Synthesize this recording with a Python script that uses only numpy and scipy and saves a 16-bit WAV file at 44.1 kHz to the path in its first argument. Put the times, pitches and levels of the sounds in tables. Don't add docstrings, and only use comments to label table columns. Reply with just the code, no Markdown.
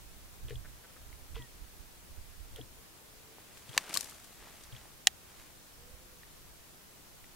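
import sys
import numpy as np
from scipy import signal
from scipy.io import wavfile
from scipy.ndimage import uniform_filter1d

SR = 44100
rng = np.random.default_rng(int(sys.argv[2]) if len(sys.argv) > 2 else 0)


def waveform_to_disk(signal):
    frames = np.transpose(np.atleast_2d(signal))
    scaled = np.clip(frames, -1, 1) * 32767
    samples = np.round(scaled).astype(np.int16)
    wavfile.write(sys.argv[1], SR, samples)


def boost(x):
    u = np.asarray(x, float) / 20
    return 10 ** u


N = 324311


def evened(x):
    return x / np.sqrt(np.mean(x ** 2) + 1e-20)


def read(points, hz):
    f, value = np.transpose(points)
    return np.interp(np.log(hz + 1), np.log(f + 1), value)


def curves(rows):
    s, *columns = np.transpose(rows)
    return [np.interp(np.arange(N) / SR, s, c) for c in columns]


def peak(s, rise_s, fall_s):
    t = np.arange(N) / SR - s
    return boost(-10 * np.maximum(-t / rise_s, t / fall_s))


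def sides(pan_db):
    return boost(np.array([pan_db / 2, -pan_db / 2]))


def add(mix, s, sound):
    part = mix[:, round(s * SR):][:, :sound.shape[1]]
    part += sound[:, :part.shape[1]]


def band(x, lo_hz, hi_hz):
    sos = signal.butter(2, [lo_hz, min(hi_hz, SR / 2.1)], "bandpass", fs=SR, output="sos")
    return signal.sosfilt(sos, x)


def noise(colour, same, patchy_db, size):
    frames, hz = 4 * N // size + 5, np.fft.rfftfreq(size, 1 / SR)
    a, b, c, d, patches = rng.standard_normal((frames, len(hz), 5)).T
    patches = uniform_filter1d(patches, size=12, axis=0)
    patches = evened(uniform_filter1d(patches, size=8, axis=1))
    same = np.clip(read(same, hz), -1, 1)[:, None]
    left = a + 1j * b
    right = same * left + np.sqrt(1 - same ** 2) * (c + 1j * d)
    z = np.array([left, right]) * boost(read(colour, hz)[:, None] + patchy_db * patches)
    return z, hz


def heard(z):
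    size = 2 * (z.shape[1] - 1)
    return evened(signal.istft(z, nperseg=size, noverlap=3 * size // 4)[1][:, :N])


def ring(hz, t60, rise_s, turn=0.):
    t = np.arange(2600) / SR
    return (1 - np.exp(-t / rise_s)) * boost(-60 * t / t60) * np.sin(2 * np.pi * (hz * t + turn))


# f/Hz, level/dB per Hz
AIR_COLOUR = [(12, -17), (20, -3.5), (107, -7), (150, -6.5), (285, -12), (319, -9.5), (434, -12),
              (949, -14.5), (2140, -17.5), (13900, -20), (16000, -21)]
# f/Hz, likeness/0..1
AIR_LIKENESS = [(60, 0.15), (240, 0.315), (950, 0.096), (3770, 0.086), (15000, 0.0093)]
# f/Hz, level/dB
AIR_LEAN = [(60, -0.47), (240, 2), (950, 1.03), (3770, -0.27), (15000, 0.3)]


def air():
    z, hz = noise(AIR_COLOUR, AIR_LIKENESS, 0.63, size=1024)
    return boost(-55) * heard(z * sides(read(AIR_LEAN, hz))[:, :, None])


# f/Hz, level/dB per Hz
WIND_SPECTRUM = [(8.8, -32), (15, 1), (52, 2.5), (97, -10), (204, -25.5), (339, -30), (368, -34),
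                 (400, -36.5), (520, -61.5), (880, -120)]
# t/s, level/dB
BREEZE_LEVEL = [(0, -60.5), (2.66, -61.5), (2.76, -74), (4.4, -67), (5.7, -72), (7.35, -67)]
# peak t/s, level/dB, rise/s per 10 dB (negative: mirrored, its size is the fall), left-
# right/dB
GUST_PEAKS = [(0, -51, .1, -4.5), (.26, -53.5, 0.17, -9), (.45, -43, 0.04, -6.5), (.56, -44.5, 0.0857, -7),
              (1.02, -50, 0.02, 2), (1.11, -52, 0.06, -16), (1.24, -48, -0.0249, -1.5),
              (1.35, -46.5, 0.0458, -8.5), (1.53, -58, -0.16, -10.5), (1.62, -46.5, 0.02, -12),
              (1.82, -48, 0.0613, -10), (2.11, -47, 0.028, -11.5), (2.19, -48.5, 0.0685, -9.5),
              (2.41, -54, 0.0363, -18.5), (2.54, -53, 0.06, -8.5), (2.61, -54, 0.12, 4.5),
              (3.25, -64, -0.02, -10), (4.54, -60.5, -0.02, -6), (4.73, -59, 0.1, 3.5),
              (4.81, -60, 0.1, -6), (5.4, -55.5, 0.0245, -10.5), (5.83, -60.5, 0.11, -6.5),
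              (5.94, -56, 0.0276, -14.5), (6.04, -60.5, 0.03, -6.5), (6.26, -60.5, 0.09, -1),
              (6.47, -59.5, 0.1, -3.5), (7.34, -61, 0.03, -5.5)]


def wind():
    level = boost(curves(BREEZE_LEVEL)[0]) * sides(0)[:, None]
    for s, db, rise_s, pan_db in GUST_PEAKS:
        gust = peak(s, rise_s, 1.3 * rise_s)
        level = np.hypot(level, boost(db) * sides(pan_db)[:, None] * gust)
    z, _ = noise(WIND_SPECTRUM, [(20, 0.11), (400, 0.34)], 2.56, size=2048)
    return boost(1.5) * level * heard(z)


# t/s, tick level/dB, chatter level/dB
ENGAGES = [(0.4841, -44, -49.5), (1.3571, -41.5, -49), (2.5604, -40.5, -50), (3.693, -42.5, -54),
           (4.7251, -45.5, -58)]
# t/s, tick level/dB
GEAR_RELEASES = [(0.5564, -41.5), (1.4222, -44), (2.613, -40.5), (3.7314, -42.5), (4.7645, -43.5)]


def gear_ticks():
    ticks = [(s, db, 3340) for s, db in GEAR_RELEASES]
    for s, db, chatter_db in ENGAGES:
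        ticks.append((s, db, 3263))
        for k in range(3):
            at = s + (k + 1) * 0.0118 - k * 0.001545
            ticks.append((at, chatter_db - 2 * k, 3172 * (1 + 0.031 * (-1) ** k)))
    out, t60 = np.zeros((2, N)), 0.0123
    for s, db, hz in ticks:
        tick = ring(hz, t60, .0011)
        tick += .7 * ring(1.09 * hz, .6 * t60, .0011)
        tick -= .45 * ring(.87 * hz, .5 * t60, .0008)
        add(out, s, boost(db + 7.5) * tick * np.ones((2, 1)))
    return out


# t/s, level/dB, length/s
GEAR_RASPS = [(0.485, -54.5, 0.0535), (1.345, -54, 0.0674), (2.558, -57.5, 0.045), (4.75, -65.5, 0.027)]


def gear_rasp():
    out = np.zeros((2, N))
    for s, db, length in GEAR_RASPS:
        t = np.arange(0, length, 1 / SR)
        teeth = (0.96 + np.cos(np.pi * 85 * t) ** 4) * rng.standard_normal(len(t))
        swell = np.sin(np.pi * (t / length) ** 0.476)
        add(out, s, boost(db) * swell * evened(band(teeth, 1360, 3720)) * np.ones((2, 1)))
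    return out


# t/s, peak level/dB, f/Hz, length/s, left-right/dB
SHELL_RINGS = [(.486, -52.5, 459, 0.0115, -2.5), (.507, -40, 451.3, 0.015, 4), (.524, -43, 437, 0.0158, 5),
               (1.366, -46.5, 457.3, 0.0377, 4.5), (1.395, -51.5, 290, 0.0153, 3),
               (2.566, -55, 520, 0.028, 0), (2.586, -43.5, 452, 0.0201, 5), (2.592, -51, 695, 0.0084, 5),
               (2.604, -48.5, 291, 0.0193, 8.5)]
# t/s, peak level/dB, f/Hz, length/s, left-right/dB
MOTOR_HUMS = [(.505, -42, 122.3, 0.118, 4.8), (1.385, -45.5, 124.7, 0.087, 2.9),
              (2.59, -44.5, 122.3, 0.065, 3.6), (3.69, -45, 121.5, 0.0378, 3.6),
              (4.725, -41.5, 119.7, 0.0476, 3.5)]


def shell_and_motor():
    out = np.zeros((2, N))
    for table, late_cycles in ((SHELL_RINGS, .03), (MOTOR_HUMS, .28)):
        for s, db, hz, length, pan_db in table:
            t = np.arange(0, length, 1 / SR)
            swell = np.sin(np.pi * (t / length) ** 0.41)
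            tone = np.sin(2 * np.pi * (hz * t - np.array([[0], [late_cycles]])))
            add(out, s, boost(db) * sides(pan_db)[:, None] * swell * tone)
    return out


# t/s, peak level/dB, centre f/Hz, t60/s, left-right/dB
CATCH_SCRAPES = [(0.497, -42, 11000, 0.0147, 3.5), (2.5605, -44.5, 4500, 0.016, 3),
                 (2.561, -39, 11000, 0.0143, -0.5), (3.54, -56, 2200, 0.026, 1.5),
                 (3.572, -45.5, 2600, 0.031, 2), (3.576, -47, 8000, 0.031, 3.5),
                 (3.692, -44, 6500, 0.0213, 5.5), (3.8928, -39, 7500, 0.034, 9),
                 (3.9252, -43.5, 6500, 0.032, 4.5), (3.9406, -22, 7540, 0.0211, 10.5),
                 (3.9453, -28.5, 6000, 0.023, 4), (3.9521, -25, 5500, 0.0163, 8.5),
                 (3.9618, -28, 7000, 0.015, 11), (3.975, -26.5, 7500, 0.0216, 5),
                 (4.008, -22, 7000, 0.0153, 7), (4.018, -43, 7500, 0.023, 3.5),
                 (4.0429, -35.5, 8500, 0.02, 7), (4.0724, -47, 7500, 0.0137, 4.5),
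                 (4.0951, -38, 8500, 0.029, 3), (4.1094, -42.5, 8000, 0.0186, 3),
                 (4.242, -44.5, 9000, 0.033, 6.5), (4.4781, -51.5, 4000, 0.014, .5),
                 (4.635, -45.5, 6500, 0.035, 9.5)]


def scrapes():
    out, t = np.zeros((2, N)), np.arange(2600) / SR
    for s, db, hz, t60, pan_db in CATCH_SCRAPES:
        one, other = rng.standard_normal((2, 2, len(t)))
        burst = evened(band(one[0] + 1.83 * other, 0.428 * hz, 1.56 * hz))
        decay = boost(db - 2.5 - 60 * t / t60) * (1 - np.exp(-t / 0.00078))
        add(out, s, decay * sides(pan_db)[:, None] * burst)
    return out


# t/s, peak level/dB, f/Hz, t60/s, left-right/dB
SMALL_KNOCKS = [(0.5074, -45.5, 1824, 0.0107, 3), (1.128, -47, 2120, 0.0108, 0.5),
                (1.364, -41, 1026, 0.0074, 6), (3.384, -44, 883, 0.0074, 1.5),
                (3.748, -48, 1124, 0.0173, -2.5), (3.769, -34, 627, 0.0076, 1.5),
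                (3.773, -45.5, 800, 0.0075, -15.5), (3.909, -30, 2304, 0.0048, 2),
                (3.899, -50, 313, 0.06, 0), (3.945, -54.5, 190, 0.044, 1), (3.962, -34, 1147, 0.0264, 2),
                (3.985, -53.5, 216, 0.049, 4.5), (4.123, -45.5, 1303, 0.0105, -3),
                (4.472, -45.5, 904, 0.0096, -3.5), (4.75, -43, 2300, 0.0059, 4),
                (4.817, -52, 900, 0.0061, 0.5), (4.855, -48.5, 800, 0.0085, -5),
                (6.233, -47, 1863, 0.0132, 1), (7.242, -47.5, 1950, 0.01, 0.5),
                (7.244, -50.5, 2440, 0.0072, 1)]


def knocks():
    out = np.zeros((2, N))
    for s, db, hz, t60, pan_db in SMALL_KNOCKS:
        tap = ring(hz, t60, 0.000373)
        tap += .5 * ring(1.32 * hz, 0.67 * t60, 0.00023)
        tap += 0.185 * ring(0.636 * hz, t60, 0.0002)
        tap += 0.404 * ring(2.03 * hz, 0.44 * t60, 0.000176)
        add(out, s, boost(db + 5.5) * sides(pan_db)[:, None] * tap)
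    return out


# t/s, peak level/dB, pulse rate f/Hz, length/s, throat f/Hz
DUCK_QUACKS = [
    (.641, -44, 150, 0.0287, 1625),
    (.832, -47.5, 168, 0.0318, 1520),
    (.892, -52, 165, 0.0184, 1400),
    (.958, -49, 182, 0.018, 1370),
]


def ducks():
    out = np.zeros((2, N))
    for s, db, rate, length, hz in DUCK_QUACKS:
        pulse = ring(hz, 0.0056, 0.00043)
        pulse += 0.3 * ring(0.41 * hz, 0.007, 0.00045)
        pulse += 0.35 * ring(1.195 * hz, 0.0045, 0.00053)
        for at in np.arange(0.2935 / rate, length, 1 / rate):
            swell = np.sin(np.pi * at / length)
            add(out, s + at, boost(db + 8.5) * swell * pulse * np.ones((2, 1)))
    return out + 0.27 * np.roll(out, 170, axis=1)


def call(rows, below_db):
    hz, db = curves(rows)
    t = np.arange(N) / SR
    waver, drift = evened(uniform_filter1d(rng.standard_normal((2, N)), size=400))
    turns = 2 * np.pi * np.cumsum(hz * (1 + 0.00775 * drift)) / SR
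    on = (t > rows[0][0]) & (t < rows[-1][0])
    tone = np.sin(turns) + boost(below_db) * np.sin(turns / 2)
    return on * np.sqrt(2) * boost(db + 2.24 * waver) * tone


# t/s, f/Hz, level/dB
BIRD_WHISTLE = [(1.355, 2040, -72), (1.375, 1995, -63), (1.39, 1980, -67), (1.402, 1965, -61),
                (1.435, 1915, -63), (1.47, 1860, -71)]
# t/s, f/Hz, level/dB
LOW_MOAN = [(2.74, 470, -81), (2.85, 455, -75), (3., 430, -80.5), (3.1, 430, -78.5), (3.28, 445, -71),
            (3.4, 450, -73)]
# t/s, f/Hz, level/dB
BIRD_HOOT = [(5.76, 448.8, -76), (5.84, 485, -68.5), (6., 515, -70.5), (6.15, 504, -73.5),
             (6.24, 470, -79.5)]


def bird():
    return call(BIRD_WHISTLE, -5) + call(LOW_MOAN, -25) + call(BIRD_HOOT, -25)


# peak t/s, rise/s and fall/s per 10 dB, level/dB, bright minus dull level/dB
CLOTH_STROKES = [(3.42, 0.223, 0.3, -64, -10), (3.57, 0.093, 0.13, -64, 1.5),
                 (3.77, 0.091, 0.2565, -52, -2), (3.9, .07, 0.0952, -47.5, -9.5),
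                 (3.965, 0.041, 0.0821, -50.5, 8), (4.05, 0.054, 0.3417, -58.5, 2),
                 (4.43, 0.047, 0.1645, -56.5, -15), (4.56, 0.185, 0.35, -64, 1.5),
                 (4.78, 0.097, 0.13, -60, -4.5), (5.3, 0.039, 0.09, -66, -6.5),
                 (5.4, 0.101, 0.1, -59.5, -2.5)]


def cloth():
    grain = boost(2.68 * evened(uniform_filter1d(rng.standard_normal(N), size=150)))
    one, other = rng.standard_normal((2, 2, N)) * grain
    dull = evened(band(one[0] + 0.32 * other, 243, 3175)) * sides(.7)[:, None]
    bright = evened(band(one[1] + 1.48 * other, 3030, 10650)) * sides(3.5)[:, None]
    dull_level, bright_level = np.zeros((2, N))
    for s, rise_s, fall_s, db, bright_db in CLOTH_STROKES:
        stroke = peak(s, rise_s, fall_s)
        dull_level = np.hypot(dull_level, boost(db) * stroke)
        bright_level = np.hypot(bright_level, boost(db + bright_db) * stroke)
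    return dull_level * dull + bright_level * bright


# t/s, peak level/dB, left-right/dB, hold/s
CATCH_SNAPS = [
    (3.7766, -8, -.5, .0038),
    (3.9717, -13, 4.5, .0025),
    (5.0701, -2.2, 0, .0036),
]
# f/Hz, width/Hz, level/dB
COCK_MODES = [(520, 180, -15), (1039, 110, -4.5), (1783, 127, 1), (2280, 126, -4.5), (2759, 116, -2.5),
              (3128, 137, -8), (3635, 150, -6.5), (4080, 224, -6), (4630, 240, -5.5), (6150, 144, -4.5),
              (7020, 330, -6.5), (8000, 280, -8), (9830, 250, -8), (13200, 320, -14.5)]
# f/Hz, width/Hz, level/dB
SLIDE_MODES = [(1930, 260, -15), (4175, 350, -1.5), (5114, 114, -1), (5890, 150, -11), (7000, 173, -3),
               (7500, 145, -7.5), (9000, 128, -5.5), (12050, 117, -7.5), (13600, 195, -15.5)]
# f/Hz, width/Hz, level/dB
SHUT_MODES = [(763.6, 54.6, -3.5), (1865, 99, 2), (2563, 320, -8), (2856, 320, 0), (3304, 98, 1.5),
              (3898, 305, -1.5), (4760, 390, -5.5), (5650, 240, -2), (6483, 300, -5.5), (7139, 400, 0),
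              (7910, 185, -9), (8846, 284, -6.5), (9690, 166, -10), (10925, 430, -14)]


def snaps():
    out, t = np.zeros((2, N)), np.arange(2600) / SR
    for (s, db, pan_db, hold), modes in zip(CATCH_SNAPS, (COCK_MODES, SLIDE_MODES, SHUT_MODES)):
        turn, skew = rng.random((len(modes), 2)).T
        body = np.zeros((2, len(t)))
        for (hz, width, mode_db), u, v in zip(modes, turn, skew):
            body *= -1
            rattle_s = 1.184 * hold * (1 + (900 / hz) ** 2)
            damped = 0.043 + 1.3 / (1 + (t / rattle_s) ** 4)
            differ = (2 * v - 1) * (hz / 7200) ** 2 * np.array([[1], [-1]])
            mode = ring(hz, 2.85 / width, 0.000311, 0.222 * u)
            mode = mode + differ * ring(hz, 1.88 / width, 0.00029, 0.402 * u + 1 / 4)
            body += boost(mode_db) * width * damped * mode
        body /= abs(body).max()
        low, high = rng.standard_normal((2, 2, len(t)))
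        crack = evened(band(low[0], 1310, 5900)) + 0.45 * evened(band(high, 6600, 15300))
        body += boost(-18.5 - 60 * t / (6.13 * hold)) * crack
        add(out, s + .0007, boost(db + 1.33) * sides(pan_db)[:, None] * body)
        add(out, s, boost(db - 36.5) * body)
    tail = rng.standard_normal((2, 2000)) * boost(-35 - 60 * np.arange(2000) / SR / 0.0305)
    out = out + signal.oaconvolve(out, tail, axes=1)[:, :N]
    return band(band(out, 440, 21000), 440, 21000)


def scene():
    drive = gear_ticks() + gear_rasp() + shell_and_motor()
    marsh = air() + wind() + ducks() + bird()
    hand = scrapes() + knocks() + cloth() + snaps()
    return marsh + drive + hand


def band_limit(x):
    return signal.sosfilt(signal.butter(12, 16820, fs=SR, output="sos"), x)


def record(dry):
    edge = signal.firwin(1501, 15810, window=("kaiser", 9), fs=SR)
    limited = signal.oaconvolve(dry, edge[None], "same")
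    return band_limit(limited)


dry = scene()
out = record(dry)
waveform_to_disk(out)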